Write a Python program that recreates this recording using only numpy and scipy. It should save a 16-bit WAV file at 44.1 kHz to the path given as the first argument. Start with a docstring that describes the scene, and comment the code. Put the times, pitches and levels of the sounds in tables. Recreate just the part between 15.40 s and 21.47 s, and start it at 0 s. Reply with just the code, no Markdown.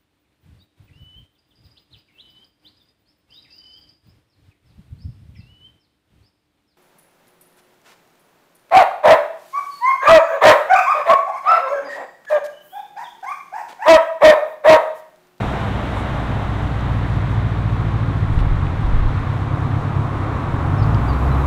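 """A flat-four saloon burbles nearer on a wet forest road, drops to a near idle and revs for a lower gear. Its
uneven exhaust pulses ring the pipe, while a six-cylinder four-wheel drive hums away round the bend. Both cars
roar on their tyres, throw fine spray and rumble. Wind bumps the microphone twice, grit on the verge rustles,
scuffs and snaps, and a small bird calls three times over the rush of the forest."""
import sys
import numpy as np
from scipy import signal
from scipy.fft import rfft, irfft
from scipy.io import wavfile
from scipy.ndimage import uniform_filter1d

SR = 44100
rng = np.random.default_rng(int(sys.argv[2]) if len(sys.argv) > 2 else 0)


def generate_wav(signal):
    """Clip the signal to [-1, 1] and save it as 16-bit WAV at the path in sys.argv[1]."""
    frames = np.transpose(np.atleast_2d(signal))
    scaled = np.clip(frames, -1, 1) * 32767
    pcm = np.round(scaled).astype(np.int16)
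    wavfile.write(sys.argv[1], SR, pcm)


N = 267642
T = np.arange(N) / SR


# Rev curve, down to a near idle and up again: t/s, engine cycle rate f/Hz
ENGINE_REVS = [(0.0, 14.92), (1.2, 14.82), (2.3, 14.27), (3.05, 13.4), (3.48, 8.5), (3.85, 8.05),
               (4.3, 8.98), (4.91, 8.06), (5.15, 10.75), (5.84, 16.77), (6.07, 16.92)]
# Load on the exhaust (coasting, a throttle blip, engine braking): t/s, level/dB
ENGINE_LOAD = [(4.5, 1), (4.93, -2.5), (5.28, -3.5), (5.33, 0), (5.56, 2.5), (5.64, -6.5)]
# Exhaust resonances: f/Hz, width/Hz, relative level/dB
EXHAUST_MODES = [(97.6, 22.7, 0), (139, 14.4, -4), (245, 24, -16), (285.5, 31.5, -18)]

def saloon(burble_db=-15.5, boom_db=-22, boom_hz=63.6, muffler_hz=154, bend_loss_db=7.5):
    """Firing pulses ring the exhaust: low modes leave through the muffler, high ones sing in its shell."""
    cycle_hz, load_db = curve(ENGINE_REVS), curve(ENGINE_LOAD)
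    pulses = flat_four_pulses(cycle_hz, load_db)
    muffled = signal.sosfilt(signal.butter(8, muffler_hz, fs=SR, output="sos"), pulses)
    muffled = signal.sosfilt(signal.butter(2, muffler_hz / 2, "high", fs=SR, output="sos"), muffled)
    shell = pulses * undb(np.interp(T, [2, 5], [-9, 0]))  # opens up as the car nears
    burble = 0
    for hz, width, db in EXHAUST_MODES:
        drive = muffled if hz < muffler_hz else resonate(shell, hz, 2 * width)
        burble += undb(db) * resonate(drive, hz, width)
    # the lowest mode booms on the firing rate when revved, on twice that near idle
    boom = resonate(resonate(pulses, boom_hz, 18), boom_hz, 30)
    # trees on the bend mask the exhaust at first; the deep boom gets round them more easily
    bend_db = np.interp(T, [.72, 1.71], [-bend_loss_db, 0])
    burble_gain = undb(burble_db + exhaust_db(cycle_hz, db_per_octave=5) + bend_db + load_db)
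    boom_gain = undb(boom_db + exhaust_db(cycle_hz, db_per_octave=15.5) + .32 * bend_db)
    return level_out(burble) * burble_gain + level_out(boom) * boom_gain


def flat_four_pulses(cycle_hz, load_db, header_lag_s=.0021, accent_db=3.8, scatter_db=1.4):
    """Each bank fires twice in turn; one bank's longer header delays its pulses, making the burble."""
    firing_phase = 4 * (np.cumsum(cycle_hz) / SR + .44)
    firings = np.arange(np.ceil(firing_phase[0]), firing_phase[-1])
    long_bank = firings // 2 % 2
    fired_s = np.interp(firings, firing_phase, T)
    lumpiness = np.interp(fired_s, [5.6, 5.75], [1, .5])  # smoother once the lower gear bites
    arrival_s = fired_s + header_lag_s * long_bank * lumpiness
    # an open throttle sets the two banks further apart in level
    bank_db = accent_db + .9 * np.maximum(np.interp(fired_s, T, load_db), 0)
    punch = undb(lumpiness * (bank_db * long_bank + scatter_db * rng.standard_normal(len(firings))))
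    return np.bincount((arrival_s * SR).astype(int), punch, N)[:N]


def exhaust_db(cycle_hz, db_per_octave, approach_share=.42):
    """The exhaust swells with the revs; it points backwards, so it gains only a share of the approach."""
    return db_per_octave * np.log2(cycle_hz / cycle_hz[0]) + approach_share * approach_db()


def approach_db(speed_m_s=12.97, passes_s=6.4, closest_m=14.6):
    """The saloon's level against its closest point, falling as 1 / distance."""
    distance_m = np.hypot(speed_m_s * (T - passes_s), closest_m)
    return -20 * np.log10(distance_m / closest_m)


# Partials of the six-cylinder hum: multiple of the engine cycle, relative level/dB
HUM_PARTIALS = [(6, -1.5), (8, -12), (11, -5), (12, 0.5), (14, -11.5)]

def four_wheel_drive(level_db=-35.5, fade_db_per_s=1.5, waver_db=3, hidden_s=2.9, fade_out_s=.36):
    """The departing engine's hum creeps up in pitch, wavers and is lost behind the trees."""
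    cycle_hz = (201 + 2.95 * T) / 12  # the strongest partial, the 12th, starts at 201 Hz
    cycles = np.cumsum(cycle_hz) / SR
    hum = 0
    for order, db in HUM_PARTIALS:
        hum += undb(db + waver_db * wander(14)) * np.sin(2 * np.pi * (order * cycles + rng.random()))
    in_view = np.clip((hidden_s - T) / fade_out_s, 0, 1)
    return np.sqrt(2) * hum * undb(level_db - fade_db_per_s * T) * in_view


# Tyre tone of the departing car: f/Hz, relative level/dB
DEPARTING_TYRE_EQ = [(350, -1), (500, 1.5), (720, 6.5), (900, 3.5), (1100, 1), (1400, -2.5), (2000, -7),
                     (2600, -12.5), (3700, -14), (4700, -32.5)]
# Tyre tone of the saloon: f/Hz, relative level/dB
SALOON_TYRE_EQ = [(350, -9.5), (450, -6.5), (600, -6.5), (720, -2.5), (900, -3.5), (1100, -0.5),
                  (1500, -11.5), (2000, -21), (2600, -25.5), (3700, -38.5), (4700, -47.5)]

def tyres(away_db=-26, near_db=-26, scattered_db=-39, flutter_db=.44):
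    """Tread roar crossfades from the car that leaves to the car that comes."""
    leaving = colour(noise(), DEPARTING_TYRE_EQ) * undb(away_db + departure_db())
    coming = colour(noise(), SALOON_TYRE_EQ) * np.hypot(undb(near_db + approach_db()), undb(scattered_db))
    return (leaving + coming) * undb(flutter_db * wander(20))


def departure_db(fade_db_per_s=5.3):
    """The four-wheel drive's road noise fades as it leaves."""
    return -fade_db_per_s * T


def both_cars(away_db, near_db, steady_db):
    """Power sum of the departing car, the nearing car and a steady share scattered by the forest."""
    leaving, coming = undb(away_db + departure_db()), undb(near_db + approach_db())
    return np.sqrt(leaving ** 2 + coming ** 2 + undb(steady_db) ** 2)


# Sizzle of the tyre spray: f/Hz, relative level/dB
SPRAY_EQ = [(2500, -25.5), (4000, -12), (5600, -3.5), (8000, -6.5), (10500, -13), (15500, -19.5)]

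def spray(drop_spread_db=2, mist_db=-63):
    """Droplets hiss off the tyres; the finest mist carries only once the saloon is close."""
    drops = noise() * undb(drop_spread_db * rng.exponential(size=N))
    hiss = colour(drops, SPRAY_EQ) * both_cars(away_db=-54.5, near_db=-57.5, steady_db=-63.5)
    flicker = undb(.57 * wander(18))
    mist = colour(noise(), [(9000, -7), (12000, -1), (15500, -6)]) * undb(mist_db)
    return hiss * flicker + mist * np.interp(T, [5.2, 5.8], [0, 1])


# Low end of the car bodies: f/Hz, relative level/dB
RUMBLE_EQ = [(20, -1), (45, -2.5), (80, 0), (130, 3.5), (190, -9), (280, -3.5), (380, -13), (600, -19)]

def body_rumble():
    """Both car bodies rumble under the tyre roar."""
    return colour(noise(), RUMBLE_EQ) * both_cars(away_db=-30, near_db=-23, steady_db=-28)


# Gust cues: at full strength t/s, hold/s, level/dB
GUST_CUES = [(2.954, 0.16, -15.5), (3.45, 0.2, -14.5)]
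# Thud of wind on the microphone: f/Hz, relative level/dB
GUST_EQ = [(12, -12.5), (24, -5.5), (42, -6.5), (65, -13.5), (120, -27.5), (300, -45)]

def gusts(attack_s=.047, release_s=.1):
    """Wind bumps the microphone: each deep gust swells, holds and dies away."""
    envelope = 0
    for start, hold, db in GUST_CUES:
        rise = np.minimum(T - start, 0) / attack_s
        fall = np.maximum(T - start - hold, 0) / release_s
        envelope += undb(db) * np.exp(rise - fall)
    return colour(noise(), GUST_EQ) * envelope


# Rustles, scuffs and snaps on the verge: peak t/s, level/dB, centre f/Hz, Gaussian width/s
VERGE_CUES = [(.59, -54.5, 8000, 0.027), (2.94, -63, 9000, .02), (2.991, -37, 2920, 0.0017),
              (3.004, -42, 3180, 0.0063), (3.0, -62, 8500, 0.015), (3.269, -36.5, 2400, 0.0014),
              (3.935, -64.5, 11000, .005), (5.547, -35.5, 3430, 0.0014)]

def verge_rustles(width_share=.46):
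    """Small rustles, scuffs and snaps of grit on the verge, in short bursts of band-passed noise."""
    out = np.zeros(N)
    for peak_s, db, hz, width_s in VERGE_CUES:
        band = resonate(resonate(noise(), hz, width_share * hz), hz, width_share * hz)
        out += unit_rms(band) * undb(db) * np.exp(-.5 * ((T - peak_s) / width_s) ** 2)
    return out


# Bird calls, each lower than the last: t/s, starting f/Hz, slur level/dB, flick level/dB
BIRD_CALLS = [(5.376, 5420, -49, -42), (5.678, 4780, -43.5, -46), (5.905, 4120, -44, -47)]

def bird(slur_s=.042, flick_s=.026, waver=.008, rasp=.062, echo_db=-7, echo_t60_s=.76):
    """Each call is a thin falling slur that ends in a raspy downward flick, scattered by the trunks."""
    calls = np.zeros(N)
    for start, start_hz, slur_db, flick_db in BIRD_CALLS:
        slur = np.clip((T - start) / slur_s, 0, 1)
        flick = np.clip((T - start - slur_s) / flick_s, 0, 1)
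        fall_octaves = .085 * slur + .22 * np.sqrt(flick)
        jitter = (waver + rasp * (flick > 0)) * wander(900)
        hz = start_hz * 2 ** -fall_octaves * (1 + jitter)
        slur_swell = undb(slur_db) * np.sqrt(np.abs(np.sin(np.pi * slur)))
        flick_swell = undb(flick_db) * np.sin(np.pi * flick)
        calls += (slur_swell + flick_swell) * np.sin(2 * np.pi * np.cumsum(hz) / SR)
    trunks = noise() * np.exp(-np.log(1000) * T / echo_t60_s)
    echo = signal.fftconvolve(calls, trunks / np.linalg.norm(trunks))[:N]
    return calls + undb(echo_db) * echo


# Forest ambience: f/Hz, relative level/dB
FOREST_EQ = [(200, 2.5), (700, -15.5), (1200, 1.5), (2000, -2.5), (2800, -11.5), (3800, -12.5),
             (4700, -23.5), (8000, -43.5)]

def forest(level_db=-38):
    """The forest lays a soft, nearly steady rush under everything."""
    return colour(noise(), FOREST_EQ) * undb(level_db + .5 * wander(3.82))


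def undb(db):
    """Decibels to gain."""
    return 10 ** (np.asarray(db) / 20)


def unit_rms(x):
    """Scale to rms 1."""
    return x / np.sqrt(np.mean(x ** 2))


def level_out(x, window_s=.3):
    """Ride the running rms to about 1, leaving the single beats alone."""
    return x / np.sqrt(uniform_filter1d(x ** 2, int(window_s * SR)) + 1e-18)


def curve(points):
    """An automation curve through (t/s, value) points."""
    return np.interp(T, *np.transpose(points))


def colour(x, eq):
    """EQ through (f/Hz, level/dB) points, rolling off 24 dB per octave outside them; rms 1."""
    hz, db = np.transpose(eq)
    octave = np.log2(np.maximum(np.arange(N // 2 + 1) * SR / N, 1))
    outside = np.maximum(np.log2(hz[0]) - octave, 0) + np.maximum(octave - np.log2(hz[-1]), 0)
    gain = undb(np.interp(octave, np.log2(hz), db) - 24 * outside)
    return unit_rms(irfft(rfft(x) * gain, N))


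def resonate(x, hz, width_hz):
    """Two-pole resonance, gain 1 at the centre."""
    return signal.lfilter(*signal.iirpeak(hz, hz / width_hz, fs=SR), x)


def noise():
    """White noise, rms 1."""
    return rng.standard_normal(N)


def wander(rate_hz):
    """A modulator gliding between random values, rms 1."""
    hold = int(SR / rate_hz)
    stepped = np.repeat(rng.standard_normal(N // hold + 1), hold)
    return unit_rms(uniform_filter1d(stepped, hold)[:N])


def scene():
    """The mono mix at one microphone on the verge."""
    cars = saloon() + four_wheel_drive() + tyres() + spray() + body_rumble()
    return (cars + gusts() + verge_rustles() + bird() + forest())[None]


def record(dry):
    """Short fades at both ends and a steep high cut."""
    fade_s, high_cut_hz = .004, 15700
    edge_s = np.minimum(T, T[-1] - T)
    fade = np.sin(np.pi / 2 * np.minimum(edge_s / fade_s, 1)) ** 2
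    return signal.sosfilt(signal.ellip(10, .2, 80, high_cut_hz, fs=SR, output="sos"), dry * fade)


dry = scene()
out = record(dry)
generate_wav(out)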